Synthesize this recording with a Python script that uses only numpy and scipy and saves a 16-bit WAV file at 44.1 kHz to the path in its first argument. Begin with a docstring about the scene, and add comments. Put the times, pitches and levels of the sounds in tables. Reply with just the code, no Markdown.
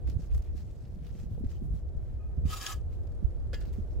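"""Outdoors at a plastic plant pot, close up, on a hand-held stereo microphone. A gardener settles a plant,
its leaves crackling, lifts a steel trowel and pushes it once into gritty soil, where grains and small
stones set the blade ringing. The trowel knocks on the rim and crumbs trickle into the pot.
Wind rumbles on the microphone, fingers bump and rub its body, and a hush with a faint drone lies far off."""
import sys
import numpy as np
from scipy import signal
from scipy.fft import rfft, irfft
from scipy.io import wavfile
from scipy.ndimage import uniform_filter1d

SR = 44100
rng = np.random.default_rng(int(sys.argv[2]) if len(sys.argv) > 2 else 0)


def store_wav(level_fs):
    """Save 16-bit WAV to argv[1]."""
    pcm = np.round(np.clip(np.atleast_2d(level_fs), -1, 1) * 32767)
    wavfile.write(sys.argv[1], SR, pcm.T.astype(np.int16))


N = 176400
T = np.arange(N) / SR
LN_1000 = np.log(1000)  # time constants in a t60, a fall of 60 dB


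def from_db(db):
    """Decibels to gain."""
    return 10 ** (np.asarray(db) / 20)

def rms_one(x):
    """Scale to unit power."""
    return x / np.sqrt(np.mean(x ** 2) + 1e-20)

def curve(rows, outside=None):
    """Each column of a table, joined by straight lines over time."""
    times, *columns = np.transpose(rows)
    return [np.interp(T, times, column, outside, outside) for column in columns]

def at_hz(points, hz):
    """Read a table on a log-frequency axis."""
    freqs, values = np.transpose(points)
    return np.interp(np.log(hz + 1), np.log(freqs), values)

def pan(db):
    """Constant-power gains, left louder than right by db."""
    return rms_one(from_db(np.array([[db], [-db]]) / 2))

def drift(per_s):
    """A random wander of about unit spread that turns this often."""
    points = np.clip(rng.standard_normal(2048), -2, 2)
    return np.interp(T * per_s, np.arange(len(points)), points)

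def swell(s, width):
    """A bell-shaped rise and fall."""
    return np.exp(-.5 * ((T - s) / width) ** 2)

def burst(s, db, decay_s, attack_s):
    """A straight rise, then an exponential decay."""
    rise = np.clip((T - s) / attack_s, 0, 1)
    return from_db(db) * rise * np.exp(-np.maximum(T - s - attack_s, 0) / decay_s)

def ring(x, hz, t60):
    """A resonance: each click sets a damped sine ringing."""
    radius, angle = from_db(-60 / (t60 * SR)), 2 * np.pi * hz / SR
    return signal.lfilter([1, 0, -1], [2, -4 * radius * np.cos(angle), 2 * radius ** 2], x + 1e-18)

def sustained(modes, width=0.39, even_s=0.039):
    """Stereo modes kept ringing by noise, their level evened out over even_s."""
    out = 0
    for hz, db, t60 in modes:
        tone = ring(rng.standard_normal((2, N)), hz, t60)
        mid, side = tone / np.sqrt(uniform_filter1d(tone ** 2, int(even_s * SR)) + 1e-12)
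        out += from_db(db) * (mid + width * side * [[1], [-1]])
    return out

def grains(per_s, spread_db):
    """Two streams of tiny random impacts, their sizes scattered by spread_db."""
    chance = rng.random((2, N)) * SR / per_s
    out, hit = np.zeros((2, N)), chance < 1
    sizes = from_db(spread_db * np.minimum(-np.log(chance[hit]), 4))
    out[hit] = np.sign(rng.random((2, N))[hit] - .5) * sizes
    return out

def pings(per_s, spread_db, cycles, patch_db=2.8, patch_s=.014):
    """Grains ring for a few cycles each; the contact point shifts, so each pitch comes and goes."""
    pitches, out = np.geomspace(700, 15000, num=20), 0
    for hz in pitches:
        patch = from_db(patch_db * drift(1 / patch_s))
        clicks = grains(per_s * np.sqrt(hz) / np.sqrt(pitches).sum(), spread_db) * patch
        out += np.sqrt(hz) * rms_one(ring(clicks, hz, cycles / hz))
    return out

def focus(x, hz, db=-7.5, cycles=3.7):
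    """A broad resonance favours one pitch region of a texture."""
    return rms_one(x + from_db(db) * rms_one(ring(x, hz, cycles / hz)))

# Sounds close to the microphone. Each row: frequency in Hz, left-right likeness from -1 to 1.
CLOSE_STEREO = [(500, 0.69), (1300, 0.43), (2500, 0.6), (4400, 0.24), (8000, 0.16), (15000, 0)]
def colour(pair, spectrum, likeness=CLOSE_STEREO):
    """Two unrelated signals become one stereo texture of unit power, shaped by this spectrum."""
    hz = np.arange(N // 2 + 1) * SR / N
    alike = np.clip(at_hz(likeness, hz), -1, 1)
    low_cut = np.minimum(hz / spectrum[0][0], 1) ** 2
    mid, side = rfft(pair) * from_db(at_hz(spectrum, hz)) * low_cut
    return rms_one(irfft(np.sqrt(1 + alike) * mid + np.sqrt(1 - alike) * side * [[1], [-1]], N))


# The far hush. Each row: frequency in Hz, relative level in dB.
HUSH_SPECTRUM = [(100, 4), (200, 0.5), (360, 1), (480, -1.5), (650, -3.5), (1000, -17.5), (1600, -21.5),
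                 (2500, -31), (5000, -35), (10000, -38), (16000, -43)]
# Its slow swell. Each row: time in seconds, level in dB.
HUSH_LEVEL = [(0, -54.5), (.7, -58), (1.4, -57.5), (2.9, -54), (4, -53)]
# Width of the hush, and of the grip. Each row: frequency in Hz, left-right likeness from -1 to 1.
WIDE_STEREO = [(100, 0.036), (400, 0.59), (1000, 0)]
def far_hush(hush_db=-0.5, drone_db=-9.5):
    """Far from the microphone, a hush and a faint two-note drone swell together."""
    level, = curve(HUSH_LEVEL)
    hush = colour(rng.standard_normal((2, N)), HUSH_SPECTRUM, WIDE_STEREO)
    drone = sustained([(368.3, -2.3, 0.12), (477.7, -4, 0.54)], even_s=0.15)
    return from_db(level) * (from_db(hush_db) * hush + from_db(drone_db) * drone)


# Wind right on the microphone. Each row: time in seconds, relative level in dB.
WIND_STRENGTH = [(0.0, -39.5), (0.08, -37), (0.27, -43), (0.36, -32), (0.46, -43), (0.49, -36.5),
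                 (0.77, -46.5), (1.44, -40), (2.36, -39), (2.44, -31.5), (2.66, -51), (2.75, -37.5),
                 (3.19, -38.5), (3.22, -43), (3.24, -37.5), (3.3, -36.5), (3.93, -38), (4.0, -31.5)]
# Its rumble. Each row: frequency in Hz, relative level in dB.
WIND_SPECTRUM = [(15, -18), (25, -4.5), (40, -5), (60, 0), (90, -6), (120, -16.5), (160, -24.5), (250, -34),
                 (400, -40), (800, -56.5), (4000, -97.5)]
# Its width. Each row: frequency in Hz, left-right likeness from -1 to 1.
WIND_STEREO = [(30, 0.12), (200, 0.35)]
# Gusts. Each row: peak in seconds, level in dB, width in seconds, pan in dB, typical pitch in Hz.
GUSTS = [(0.071, -21.5, 0.013, -7, 55), (0.168, -21, 0.0062, -7, 70), (0.348, -20, 0.029, -2.5, 56.2),
         (0.507, -47, 0.0054, -8, 59), (1.463, -19.5, 0.0029, -1, 55.5), (1.732, -27, 0.026, 1.5, 49.3),
         (1.979, -21.5, 0.0042, 19, 57), (2.388, -24.5, 0.0063, -20, 86), (2.457, -21.5, 0.015, -3, 63),
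         (3.251, -15.5, 0.0048, -17, 65)]
def wind(rumble_db=4, pitch_spread=0.18):
    """Wind rumbles almost separately at each microphone port, and gusts buffet both."""
    level, = curve(WIND_STRENGTH)
    rumble = colour(rng.standard_normal((2, N)), WIND_SPECTRUM, WIND_STEREO)
    rumble /= np.sqrt(uniform_filter1d(rumble ** 2, size=7000))
    out = pan(-0.82) * from_db(level + rumble_db) * rumble
    for s, db, width, pan_db, typical_hz in GUSTS:
        hz = typical_hz * np.exp(pitch_spread * rng.standard_normal((2, 1)))
        phase = rng.random() + rng.normal(0, 0.1, (2, 1))
        out += pan(pan_db) * from_db(db) * swell(s, width) * np.sin(2 * np.pi * (hz * (T - s) + phase))
    return out


# Leaves and gloves, close by. Each row: peak in seconds, level in dB, width in seconds, favoured Hz.
LEAF_SWELLS = [(0.1, -64, 0.026, 4540), (0.234, -65.5, 0.033, 6200), (0.316, -70.5, 0.0094, 2600),
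               (0.349, -65, 0.014, 11000), (0.384, -67, 0.016, 11500), (.458, -67.5, 0.031, 2500),
               (0.584, -65.5, 0.03, 4700), (.69, -72.5, 0.061, 7000), (.86, -73.5, 0.072, 4720),
               (1.071, -67, 0.041, 2940), (1.198, -65, 0.04, 6260), (1.34, -74, 0.041, 3270),
               (1.452, -72, 0.016, 1480), (1.514, -65.5, 0.02, 5760), (1.56, -70, 0.017, 5500),
               (1.753, -72.5, 0.011, 4800), (1.785, -71.5, 0.021, 7000), (2.08, -76, 0.091, 1460),
               (2.94, -70.5, 0.027, 3460)]
# Single stalks and crumbs snap. Each row: start in seconds, level in dB, favoured Hz.
STALK_SNAPS = [(.074, -54, 1700), (0.098, -52.5, 5940), (0.222, -63, 3120), (0.31, -66, 1600),
               (0.347, -53.5, 7000), (0.377, -57.5, 9000), (0.422, -59.5, 6500), (0.577, -62.5, 4630),
               (0.948, -67, 7500), (1.047, -62, 2300), (1.066, -57, 3500), (1.152, -66, 3000),
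               (1.189, -61, 1700), (1.445, -64, 4000), (1.469, -64, 6000), (1.492, -65, 4100),
               (1.515, -58, 5500), (1.59, -68, 7500), (1.747, -69, 4970), (2.928, -64.5, 3000),
               (3.034, -69, 5000), (3.071, -64.5, 5000), (3.119, -67, 5000), (3.307, -68, 4430),
               (3.363, -72.5, 5000)]
# The tone of the leaves. Each row: frequency in Hz, relative level in dB.
LEAF_SPECTRUM = [(500, 4), (1200, 7.5), (2200, 4), (3500, 2), (5500, 1), (7500, -2), (9500, -7),
                 (16000, -3.5)]
def leaves(tick_db=-84, snap_s=0.0054):
    """Handled leaves give swells of fine crackle and single snaps, with stray ticks between."""
    crackle = colour(pings(4200, spread_db=1.5, cycles=12), LEAF_SPECTRUM)
    crack = colour(rng.standard_normal((2, N)), LEAF_SPECTRUM)
    swells = sum(from_db(db) * swell(s, width) * focus(crackle, hz) for s, db, width, hz in LEAF_SWELLS)
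    snaps = sum(burst(s, db, snap_s, attack_s=0.00049) * focus(crack, hz) for s, db, hz in STALK_SNAPS)
    ticks = from_db(tick_db) * colour(pings(250, spread_db=5.0, cycles=4.8), LEAF_SPECTRUM)
    return swells + snaps + ticks


# Bumps on the microphone. Each row: start in seconds, relative level in dB, typical Hz, pan in dB.
FINGER_BUMPS = [(0.085, -37, 271, -26), (0.16, -32.5, 128, -14), (0.191, -34, 150, -5),
                (0.546, -38, 196.3, 4), (0.833, -36, 133, 2), (0.961, -39, 185.5, -1),
                (1.017, -38, 141, -1), (1.146, -37, 181, -2), (1.229, -39, 195, 7), (1.376, -42, 430, 2),
                (1.404, -35.5, 216, -5), (1.436, -29.5, 254, -1), (1.618, -33.5, 236, 23),
                (1.737, -36, 144, -21), (1.948, -37.5, 158, 22), (2.126, -43.5, 218, 10),
                (2.373, -30, 152, -20), (2.449, -26, 140.5, -7), (3.222, -30.5, 199, -23),
                (3.383, -35, 119, -14), (3.674, -36, 173, 6), (3.781, -28.5, 208, -25)]
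def finger_bumps(gain_db=1, cycles=12.6, pitch_spread=0.062, upper_ratio=1.7, upper_db=-9):
    """Fingers shift on the microphone's body: each bump is a dull, quickly damped pair of modes."""
    out = np.zeros((2, N))
    for s, db, hz, pan_db in FINGER_BUMPS:
        for ratio, mode_db in ((1, 0), (upper_ratio, upper_db)):
            pitch = hz * ratio * np.exp(pitch_spread * rng.standard_normal())
            phase = rng.random() + rng.normal(0, 0.16, (2, 1))
            envelope = burst(s, db + gain_db + mode_db, cycles / pitch / LN_1000, attack_s=0.0036)
            out += pan(pan_db) * envelope * np.sin(2 * np.pi * (pitch * (T - s) + phase))
    return signal.sosfilt(signal.butter(4, 1000, fs=SR, output="sos"), out + 1e-18)


# The hand rubs on the microphone. Each row: peak in seconds, level in dB, width in seconds.
GRIP_RUBS = [(.13, -46.5, 0.12), (.61, -48, 0.069), (.93, -48, 0.09), (1.3, -43.5, 0.16),
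             (1.69, -43.5, 0.069), (2.422, -49.5, 0.04)]
# The tone of the rubbing. Each row: frequency in Hz, relative level in dB.
GRIP_SPECTRUM = [(100, 4), (160, 2.5), (250, -12), (400, -35.5), (800, -45), (3000, -54.5)]
def grip(slip_db=4, slips_per_s=35):
    """Skin drags on the microphone's body in muffled fits and starts."""
    pressure = sum(from_db(db) * swell(s, width) for s, db, width in GRIP_RUBS)
    slips = from_db(slip_db * drift(slips_per_s))
    return pressure * slips * colour(rng.standard_normal((2, N)), GRIP_SPECTRUM, WIDE_STEREO)


# Squeaks, a little left. Each row: peak in seconds, level in dB, width in seconds, pitch in Hz.
STICK_SLIPS = [(1.568, -72, 0.0096, 3000), (2.458, -64, 0.0047, 2400), (2.572, -53.5, 0.014, 7030),
               (2.631, -56, 0.005, 5300), (2.667, -40.5, 0.0044, 3270), (2.667, -39.5, 0.0032, 6650),
               (2.703, -52, 0.0041, 7750), (2.727, -51.5, 0.0059, 5930), (2.729, -51, .005, 7400)]
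def squeaks(cycles=120):
    """Glove on leaf, or stone on steel, sticks and slips for an instant around one pitch."""
    return pan(2.9) * sum(swell(s, width) * sustained([(hz, db, cycles / hz)], width=0.38, even_s=0.0095)
                          for s, db, width, hz in STICK_SLIPS)


# The lifted blade. Each row: pitch in Hz, relative level in dB, t60 in seconds.
FREE_BLADE_MODES = [(1240, 0, 0.68), (2500, -5.5, 0.48)]
def trowel_lift(start_s=2.19, level_db=-70):
    """The free blade rings faintly as it leaves the ground."""
    return sum(burst(start_s, level_db, t60 / LN_1000, attack_s=0.02) * sustained([(hz, db, t60)])
               for hz, db, t60 in FREE_BLADE_MODES)


# The blade's weaker modes in the soil. Each row: pitch in Hz, relative level in dB.
BURIED_BLADE_MODES = [(1150, -10), (1247, -2.5), (1965, -15), (2420, -14.5), (2686, -13), (3050, -10),
                      (3200, -10), (3450, -12), (3736, -11), (3880, -14.5), (4730, -10.5), (5000, -23),
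                      (5350, -10), (5750, -19), (6100, -12), (6500, -22), (6826, -16), (7040, -10),
                      (7600, -17), (7860, -22), (9750, -20)]
def blade_ring(t60=0.083, bend_s=.00012, wander_db=2.5, wander_per_s=45):
    """Coarse grains strike the blade; each mode swells and fades as the contact moves along it."""
    hits, out = grains(3000, spread_db=0), 0
    for hz, db in BURIED_BLADE_MODES:
        bent_time = T + bend_s * drift(wander_per_s)  # pressing soil detunes the mode
        mid, side = [np.interp(bent_time, T, x) for x in rms_one(ring(hits, hz, t60))]
        out += from_db(db + wander_db * drift(wander_per_s)) * (mid + .5 * side * [[1], [-1]])
    return out


# The blade flexes. Each row: time in seconds, relative levels of the low and upper mode in dB.
BENDING_LEVELS = [(2.44, -77, -100), (2.486, -67, -79), (2.536, -35, -65), (2.592, -60, -78),
                  (2.624, -72, -59.5), (2.672, -46.5, -55.5), (2.706, -42.5, -66), (2.732, -53, -58.5),
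                  (2.774, -74, -89), (2.8, -79, -87)]
def blade_bending(port_lag_s=.00006):
    """Two main bending modes swell as the blade sinks in, reaching the right port slightly later."""
    low_db, upper_db = curve(BENDING_LEVELS, outside=-140)
    low = from_db(low_db) * sustained([(1268, -3, 0.28)], width=.12, even_s=0.012)
    upper = from_db(upper_db) * sustained([(1683, 9, 0.12)], width=0.25, even_s=0.038)
    left, right = pan(-2.5) * low + pan(2.3) * upper
    return np.array([left, np.interp(T - port_lag_s, T, right)])


# One push into the soil, close by. Each row: time in seconds, relative force in dB.
PUSH_FORCE = [(2.435, -98), (2.457, -63), (2.478, -56), (2.505, -47), (2.54, -41.5), (2.556, -50.5),
              (2.574, -43), (2.592, -49.5), (2.63, -42), (2.655, -45.5), (2.68, -43), (2.693, -42.5),
              (2.728, -44.5), (2.75, -58), (2.81, -78)]
# Grit on steel. 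Each row: frequency in Hz, relative level in dB.
GRIT_SPECTRUM = [(400, -37), (780, 6.5), (900, -8.5), (1080, 5), (1380, -5), (1500, -23), (1850, -5.5),
                 (2200, -2.5), (3100, -0.5), (3900, -3.5), (4250, -3), (4700, 2), (6000, -5.5), (6800, 0.5),
                 (8600, -5.5), (12000, -5.5), (16000, -7)]
# Stones catch. Each row: start in seconds, level in dB, decay in seconds.
STONE_CATCHES = [(2.508, -47, 0.0028), (2.567, -48, .004), (2.612, -41, 0.0057), (2.628, -43, 0.0037),
                 (2.664, -31, 0.005), (2.673, -43, 0.0055), (2.698, -47, 0.0032)]
# Stone on steel. Each row: frequency in Hz, relative level in dB.
STONE_SPECTRUM = [(900, -24), (2200, -6), (3250, 10), (4100, -3.5), (5000, 6), (6800, -4), (8200, -5.5),
                  (16000, -25)]
def trowel_push(grit_db=-2, ring_db=-5.5):
    """Grit grinds along the blade and sets it ringing; small stones catch on the edge."""
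    force, = from_db(curve(PUSH_FORCE, outside=-140))
    grit = from_db(grit_db) * colour(pings(18000, spread_db=2.0, cycles=23), GRIT_SPECTRUM)
    catches = sum(burst(s, db, decay, attack_s=0.0011) for s, db, decay in STONE_CATCHES)
    stones = catches * colour(pings(15000, spread_db=3.0, cycles=16), STONE_SPECTRUM)
    bending = blade_bending()
    return pan(0.5) * (force * (grit + from_db(ring_db) * blade_ring()) + stones) + bending


# Knocks on the rim, close by. Each row: start in seconds, level in dB, decay in seconds, favoured Hz.
RIM_KNOCKS = [(3.5304, -41.5, 0.0065, 1470), (3.541, -44, 0.0078, 5200), (3.609, -55, 0.023, 1500)]
# Their crunch. Each row: frequency in Hz, relative level in dB.
KNOCK_SPECTRUM = [(300, 6.5), (520, 11), (950, -14), (1400, 0), (2300, -8), (3200, -6), (3900, -5.5),
                  (5000, -3), (6200, -13), (7600, -16.5), (10000, -16), (16000, -30)]
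# Trowel and pot together. Each row: pitch in Hz, relative level in dB, t60 in seconds.
RIM_MODES = [(523.4, 15.5, 0.036), (1440, -11, 0.38), (1703, 6, 0.2), (1860, -12, 0.3), (2054, 0, 0.14),
             (2480, -1, 0.1), (2790, -7.5, 0.36), (3090, -1, 0.12), (3290, 2, 0.11), (4730, -6, 0.25),
             (5730, -18, .12), (7340, -10, 0.2)]
def rim_knock(ring_db=-53, chatter_cycles=0.12, chatter_per_s=270):
    """The trowel crunches on the rim; both ring from the first knock, wobbling as the blade chatters."""
    grit = colour(grains(5000, spread_db=1), KNOCK_SPECTRUM)
    out = sum(burst(s, db, decay, attack_s=0.003) * focus(grit, hz) for s, db, decay, hz in RIM_KNOCKS)
    first_knock_s = RIM_KNOCKS[0][0]
    for hz, db, t60 in RIM_MODES:
        phase = rng.random() + rng.normal(0, 0.06, (2, 1)) + chatter_cycles * drift(chatter_per_s)
        envelope = burst(first_knock_s, ring_db + db, t60 / LN_1000, attack_s=0.0083)
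        out += envelope * np.sin(2 * np.pi * (hz * T + phase))
    return out


# Soil falls, close by. Each row: start in seconds, level in dB, decay in seconds, favoured Hz.
TRICKLES = [(3.537, -58, 0.04, 4530), (3.602, -60, 0.021, 7500), (3.65, -63.5, 0.036, 4400),
            (3.675, -75, .05, 4170), (3.726, -64.5, 0.06, 7600), (3.904, -69.5, 0.056, 5060)]
# The tone of the falling soil. Each row: frequency in Hz, relative level in dB.
CRUMB_SPECTRUM = [(600, 11), (1600, 9.5), (3000, 4), (4800, 3.5), (7500, -1), (10000, -6.5), (16000, -1)]
def crumbs():
    """Soil slides off the blade into the pot in short showers of tiny impacts."""
    soil = colour(pings(2000, spread_db=1.0, cycles=13), CRUMB_SPECTRUM)
    return sum(burst(s, db, decay, attack_s=0.0035) * focus(soil, hz) for s, db, decay, hz in TRICKLES)


def scene():
    """The close work at the pot, wind and hand on the microphone, and the hush beyond."""
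    potting = trowel_push() + squeaks() + trowel_lift() + pan(-0.6) * (rim_knock() + crumbs()) + leaves()
    return potting + wind() + finger_bumps() + grip() + far_hush()

def record(dry):
    """The treble is cut steeply above 15.8 kHz."""
    return signal.sosfilt(signal.ellip(12, .1, 80, 15800, fs=SR, output="sos"), dry)


dry = scene()
out = record(dry)
store_wav(out)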